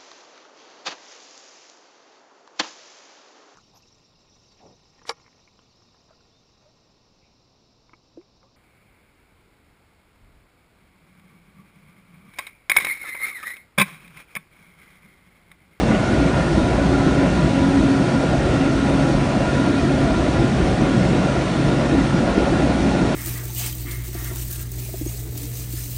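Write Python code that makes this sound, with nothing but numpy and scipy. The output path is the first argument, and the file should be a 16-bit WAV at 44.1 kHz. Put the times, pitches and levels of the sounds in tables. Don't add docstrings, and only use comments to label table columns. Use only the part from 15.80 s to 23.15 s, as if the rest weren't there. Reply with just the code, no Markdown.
import sys
import numpy as np
from scipy import signal
from scipy.fft import rfft, irfft
from scipy.io import wavfile
from scipy.ndimage import uniform_filter1d

SR = 44100
rng = np.random.default_rng(int(sys.argv[2]) if len(sys.argv) > 2 else 0)


def log_audio(samples):
    frames = np.atleast_2d(samples).T
    limited = np.clip(frames, -1, 1)
    pcm = np.round(limited * 32767).astype(np.int16)
    wavfile.write(sys.argv[1], SR, pcm)


N = 324135
TIME = np.arange(N) / SR
BINS = np.fft.rfftfreq(N, 1 / SR)


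def gain_of(db):
    return 10 ** (np.asarray(db) / 20)


def unit_rms(x):
    return x / np.sqrt(np.mean(abs(x) ** 2) + 1e-20)


def along(walk, db):
    return gain_of(np.interp(TIME, *np.transpose(walk)) + db)


def bump(at, half):
    return np.exp(-((TIME - at) / half) ** 2)


def noise(gain):
    return irfft(rfft(rng.standard_normal(N)) * gain, N) * np.sqrt(SR / 2)


def drift(rate):
    steps = np.arange(0, N + 128, 128)
    hz = np.fft.rfftfreq(2 * len(steps), 128 / SR)
    white = rng.standard_normal(2 * len(steps))
    slow = irfft(rfft(white) * np.exp(-.5 * (hz / rate) ** 2))[:len(steps)]
    return np.interp(np.arange(N), steps, unit_rms(slow - slow.mean()))


def din(spectrum, surge_db, surge_rate, patchy_db, patch_hz, patch_s):
    hz, db = np.transpose(spectrum)
    smooth = noise(gain_of(np.interp(np.log(BINS + 1), np.log(hz + 1), db)))
    grid = signal.stft(smooth, nperseg=2048, noverlap=1536)[2]
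    bin_hz, hop_s = SR / 2048, 512 / SR
    patches = uniform_filter1d(rng.standard_normal(grid.shape), max(round(patch_hz / bin_hz), 1), axis=0)
    patches = uniform_filter1d(patches, max(round(patch_s / hop_s), 1), axis=1)
    grid = grid * unit_rms(gain_of(patchy_db * unit_rms(patches)))
    patchy = signal.istft(grid, nperseg=2048, noverlap=1536)[1][:N]
    return patchy * gain_of(surge_db * drift(surge_rate))


def hall_tone(turns, waver_hz, direct):
    echoes = (drift(waver_hz) + 1j * drift(waver_hz)) / np.sqrt(2)
    tone = np.exp(2j * np.pi * (turns + rng.random()))
    return unit_rms(((direct + echoes) * tone).real)


def hall_tones(rows, direct):
    return sum(gain_of(db) * hall_tone(hz * TIME, waver_hz, direct) for hz, db, waver_hz in rows)


def roller_rumble():
    # f/Hz, level/dB
    spectrum = [(10, -82.5), (20, -64.5), (30, -62), (45, -48), (60, -43.5), (85, -48.5), (108, -45),
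                (130, -44.5), (155, -44), (230, -43), (265, -46), (350, -44), (425, -58), (600, -71),
                (1200, -92.5)]
    # t/s, level/dB
    walk = [(0.0, 1.5), (0.65, -1), (1.2, 0.5), (1.75, -0.5), (2.2, -0.5), (3.1, -0.5), (4.6, 0), (5.3, 0),
            (6.2, -0.5), (6.6, 0), (7.35, 0)]
    rumble = din(spectrum, surge_db=1.0, surge_rate=8.9, patchy_db=2.5, patch_hz=90, patch_s=.06)
    return rumble * along(walk, db=-0.03)


def dryer_roar(roar_top_hz=800):
    # f/Hz, level/dB
    spectrum = [(200, -70), (450, -54), (610, -50.5), (700, -52), (780, -57.5), (860, -59), (940, -61),
                (1270, -63.5), (1530, -65), (2000, -65.5), (2350, -67.5), (2750, -71), (4000, -87),
                (8000, -100)]
    # middle t/s, half length/s, level/dB
    dips = [(2.05, 0.22, -2), (3.01, 0.043, -5), (5.772, 0.069, -4.5), (6.28, 0.073, -4)]
    # t/s, level/dB
    walk = [(0.0, 1.5), (0.6, 0), (1.05, -0.9), (1.5, 0), (2.05, -1), (2.75, 0.5), (3.05, -1.3),
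            (3.6, -0.5), (4.2, -1), (4.6, -0.5), (5.55, 0), (5.75, -0.5), (6.3, -0.5), (6.65, -0.1),
            (7.0, -0.6), (7.35, -1)]
    air = din(spectrum, surge_db=0.72, surge_rate=32, patchy_db=2.0, patch_hz=90, patch_s=.05)
    roar = irfft(rfft(air) / (1 + (BINS / roar_top_hz) ** 10), N)
    easing = gain_of(sum(db * bump(s, half) for s, half, db in dips))
    return (air + roar * (easing - 1)) * along(walk, db=0.13)


def paper_hiss():
    # f/Hz, level/dB
    spectrum = [(1200, -94), (2700, -74), (3500, -71.5), (4500, -74), (4930, -78), (5350, -76),
                (6200, -78.5), (7700, -83.5), (8500, -83), (9600, -85.5), (10300, -93.5)]
    return din(spectrum, surge_db=0.07, surge_rate=9.7, patchy_db=1.3, patch_hz=300, patch_s=.07)


def fan_hum(blade_hz=136.9, speed_wander=0.00212):
    # t/s, level/dB
    blade_walk = [(0.0, -24), (0.45, -30.5), (1.5, -30), (2.2, -24.5), (3.0, -31), (3.33, -22), (3.55, -26),
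                  (4.15, -23), (4.43, -32), (4.63, -22), (4.95, -34), (5.25, -26.5), (5.95, -25),
                  (6.35, -28.5), (6.55, -44), (7.35, -31)]
    octave_walk = [(0.0, -20), (0.25, -45), (0.42, -19), (0.72, -39), (0.95, -21.5), (1.25, -21),
                   (1.42, -22.5), (1.56, -35), (1.7, -27), (1.92, -16.5), (2.2, -17.5), (2.33, -25),
                   (2.58, -31.5), (2.75, -22.5), (3.22, -20), (3.38, -28), (3.6, -28.5), (3.92, -20),
                   (4.45, -25.5), (4.7, -34.5), (5.05, -28.5), (5.7, -38), (6.2, -19), (6.45, -32),
                   (6.9, -24.5), (7.35, -30.5)]
    sixth_walk = [(0.0, -43), (1.6, -42), (2.35, -38), (2.95, -46), (3.23, -29), (3.5, -48), (4.1, -49),
                  (4.4, -42), (5.4, -44), (7.1, -39.5), (7.35, -40)]
    turns = np.cumsum(blade_hz * (1 + speed_wander * drift(1.33))) / SR
    blade = along(blade_walk, db=-1.0) * hall_tone(turns, waver_hz=4.6, direct=5.6)
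    clean = hall_tone(2 * turns, waver_hz=5.8, direct=4)
    rough = gain_of(-5.0) * hall_tone(2 * turns, waver_hz=26, direct=0)
    octave = along(octave_walk, db=-2.1) * (clean + rough)
    fourth = gain_of(-38.0) * hall_tone(4 * turns, waver_hz=3, direct=1.2)
    sixth = along(sixth_walk, db=-1.5) * hall_tone(6 * turns, waver_hz=4, direct=1.5)
    return blade + octave + fourth + sixth


def singing_metal(flutter_db=1.5):
    # f/Hz, width/Hz, peak level/dB
    bands = [(1407, 79, -62), (1628, 55, -69.5), (1834, 164, -68.5), (2450, 58, -74)]
    # t/s, level/dB
    walk = [(0.0, -8), (0.55, 5), (0.9, 1), (1.6, 4), (1.95, 1.5), (2.4, 1), (2.9, 0.5), (3.9, 3.5),
            (5.0, -2.5), (6.6, 3.5), (7.35, 0.5)]
    shape = sum(gain_of(db) * np.exp(-2 * np.log(2) * ((BINS - hz) / width) ** 2)
                for hz, width, db in bands)
    return noise(shape) * along(walk, db=0.4) * gain_of(flutter_db * drift(7.4))


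def motor_hum(hz=61.8, crest_s=0.99, every_s=0.87, depth=0.55):
    # t/s, level/dB
    walk = [(0.0, -40), (0.35, -17), (0.9, -20), (1.15, -28), (1.75, -23), (2.15, -37), (2.7, -31),
            (3.1, -20), (3.5, -30), (4.35, -30), (5.2, -38), (5.58, -24), (5.75, -36), (6.1, -27),
            (6.5, -31), (6.9, -22), (7.35, -24)]
    throb = unit_rms(abs(1 + depth * np.exp(2j * np.pi * (TIME - crest_s) / every_s)))
    return along(walk, db=-5.5) * hall_tone(hz * TIME, waver_hz=1.6, direct=1.5) * throb


def shaft_drone(hz=183.2):
    # t/s, level/dB
    walk = [(0.0, -34), (1.2, -33), (1.5, -24.5), (1.82, -23.5), (2.1, -37), (2.85, -44), (3.1, -30),
            (4.0, -31), (4.75, -34), (5.3, -23), (5.55, -33), (5.9, -26), (6.2, -46), (6.47, -19),
            (6.7, -28), (7.0, -33), (7.35, -35)]
    return along(walk, db=-2.5) * hall_tone(hz * TIME, waver_hz=3.5, direct=2.5)


def gear_whine(hz=1315.8):
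    # t/s, level/dB
    walk = [(0.0, -50), (0.42, -48), (0.53, -39), (0.92, -45), (1.29, -36), (1.6, -50), (1.9, -42),
            (2.27, -39), (2.47, -52), (2.75, -34.5), (3.05, -46), (3.23, -40), (3.45, -45), (3.9, -43),
            (4.22, -45), (4.37, -32), (4.54, -49), (6.12, -51), (6.32, -36), (6.48, -45), (6.64, -39),
            (7.0, -50), (7.35, -48)]
    return along(walk, db=-1.1) * hall_tone(hz * TIME, waver_hz=5, direct=2.4)


def drive_tones(ring_hz=744.2):
    # f/Hz, level/dB, wavering/Hz
    pair_notes = [(980.5, -44, 6), (991, -47, 8)]
    cluster_notes = [(1376.8, -46, 3), (1402.5, -45, 4), (1415, -49, 6), (1431, -45.5, 5), (1445, -50, 6),
                     (1466.5, -45, 3)]
    other_notes = [(45.8, -41, 1), (92.3, -42, 1), (119.8, -38.5, 1.5), (152, -36, 2.5), (212.6, -36.5, 1),
                   (372, -40, 2.5), (403.7, -41.5, 1.2), (1041, -51, 4), (1115, -56, 2), (2155, -58.5, 3),
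                   (2478, -57, 9), (2624, -58, 3), (8014, -68.5, 14), (8390, -68, 14)]
    # t/s, level/dB
    pair_walk = [(0.0, -5), (0.3, -7), (0.75, 2.5), (1.45, -1.5), (1.75, 5.5), (2.35, 1), (2.75, -12),
                 (3.25, 0), (3.75, 6.5), (4.05, -6), (4.4, 1), (4.85, -4), (5.35, -1), (6.3, -5),
                 (7.03, 1.5), (7.35, -4)]
    cluster_walk = [(0.0, 1.5), (0.55, 2.5), (0.9, 1), (1.35, -0.5), (1.9, -1.5), (2.35, 3), (2.8, -2),
                    (3.2, 4), (3.55, -6), (3.7, 0), (3.95, 2), (4.05, -1), (5.3, -0.5), (5.5, 5.5),
                    (5.65, -2), (7.35, -1)]
    ring_walk = [(0.0, -43), (0.6, -44), (1.15, -33.5), (1.7, -43), (2.75, -36), (3.4, -44), (4.3, -45),
                 (5.1, -35.5), (5.75, -50), (6.5, -41), (7.35, -45)]
    pair = along(pair_walk, db=1.7) * hall_tones(pair_notes, direct=0.6)
    cluster = along(cluster_walk, db=-0.1) * hall_tones(cluster_notes, direct=0.7)
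    ring = along(ring_walk, db=-1.0) * hall_tone(ring_hz * TIME, waver_hz=3.7, direct=1.2)
    return pair + cluster + ring + hall_tones(other_notes, direct=0.91)


def bearing_squeal(hz=2746.5, boost_db=0.5, steady_db=-59):
    # middle t/s, half length/s, level/dB
    rubs = [(0.07, 0.08, -50), (0.5, 0.12, -56), (1.55, 0.25, -48), (2.8, 0.14, -46), (3.26, 0.06, -43),
            (3.57, 0.13, -48), (5.24, 0.12, -52), (5.445, 0.05, -41), (5.97, 0.06, -47), (6.22, 0.1, -50),
            (6.58, 0.07, -50), (6.82, 0.06, -48), (7.12, 0.08, -48)]
    swells = sum(gain_of(db + boost_db) * bump(s, half) for s, half, db in rubs)
    return (gain_of(steady_db) + swells) * hall_tone(hz * TIME, waver_hz=9, direct=2.0)


def lulls():
    # middle t/s, half length/s, level/dB
    dips = [(0.272, 0.059, -5), (5.674, 0.07, -5), (6.538, 0.015, -12), (6.805, 0.028, -1.5)]
    return gain_of(sum(db * bump(s, half) for s, half, db in dips))


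def blows(hits, modes, level_db, rise_s):
    out = np.zeros(N)
    t = np.arange(SR // 3) / SR
    rise = np.minimum(t / rise_s, 1)
    for s, hit_db in hits:
        ring = sum(gain_of(db - 60 * t / t60) * np.sin(2 * np.pi * (hz * t + rng.random()))
                   for hz, db, t60 in modes)
        part = out[round(s * SR):][:len(t)]
        part += (gain_of(hit_db + level_db) * rise * ring)[:len(part)]
    return out


def roller_knocks():
    # t/s, relative level/dB
    hits = [(0.321, -12), (0.777, -6), (1.003, -11), (1.264, -5), (1.801, -11), (2.342, -7.5), (2.875, -8),
            (3.095, -10), (3.246, -8), (3.774, -13), (5.018, -2.5), (5.387, -13), (5.575, -12), (5.79, -8),
            (6.135, -5), (6.578, -3.5)]
    # f/Hz, relative level/dB, time to fade by 60 dB/s
    modes = [(170, -6, 0.1), (227, -4.5, 0.15), (314, 4.5, 0.077)]
    return blows(hits, modes, level_db=-8, rise_s=0.0027)


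def loose_rattles():
    # t/s, relative level/dB
    hits = [(0.98, -18.5), (1.435, -21), (2.525, -20), (3.6, -19.5), (6.66, -18.5)]
    # f/Hz, relative level/dB, time to fade by 60 dB/s
    modes = [(560, 6, 0.14), (620, -3, 0.18), (669, -3.5, 0.24), (756, -6, 0.13)]
    return blows(hits, modes, level_db=-0.5, rise_s=0.0081)


def roller_squeaks(half_length_s=0.027):
    # middle t/s, f/Hz, level/dB
    squeaks = [(1.01, 1483, -31), (1.155, 1394, -29), (3.68, 1420, -29), (4.36, 1395, -32),
               (7.125, 4355, -44)]
    return sum(gain_of(db) * bump(s, half_length_s) * hall_tone(hz * TIME, waver_hz=25, direct=2.5)
               for s, hz, db in squeaks)


def scene():
    rumble = roller_rumble()
    rush = dryer_roar() + paper_hiss()
    low_din = (rumble + fan_hum()) * lulls()
    tones = singing_metal() + motor_hum() + shaft_drone() + gear_whine() + drive_tones()
    steady = low_din + rush + tones + bearing_squeal()
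    return (steady + roller_knocks() + loose_rattles() + roller_squeaks())[None]


def record(dry):
    cutoff_hz = 10270
    lowpass = signal.firwin(801, cutoff_hz, window=("kaiser", 9), fs=SR)
    return signal.oaconvolve(dry, lowpass[None], "same")


dry = scene()
out = record(dry)
log_audio(out)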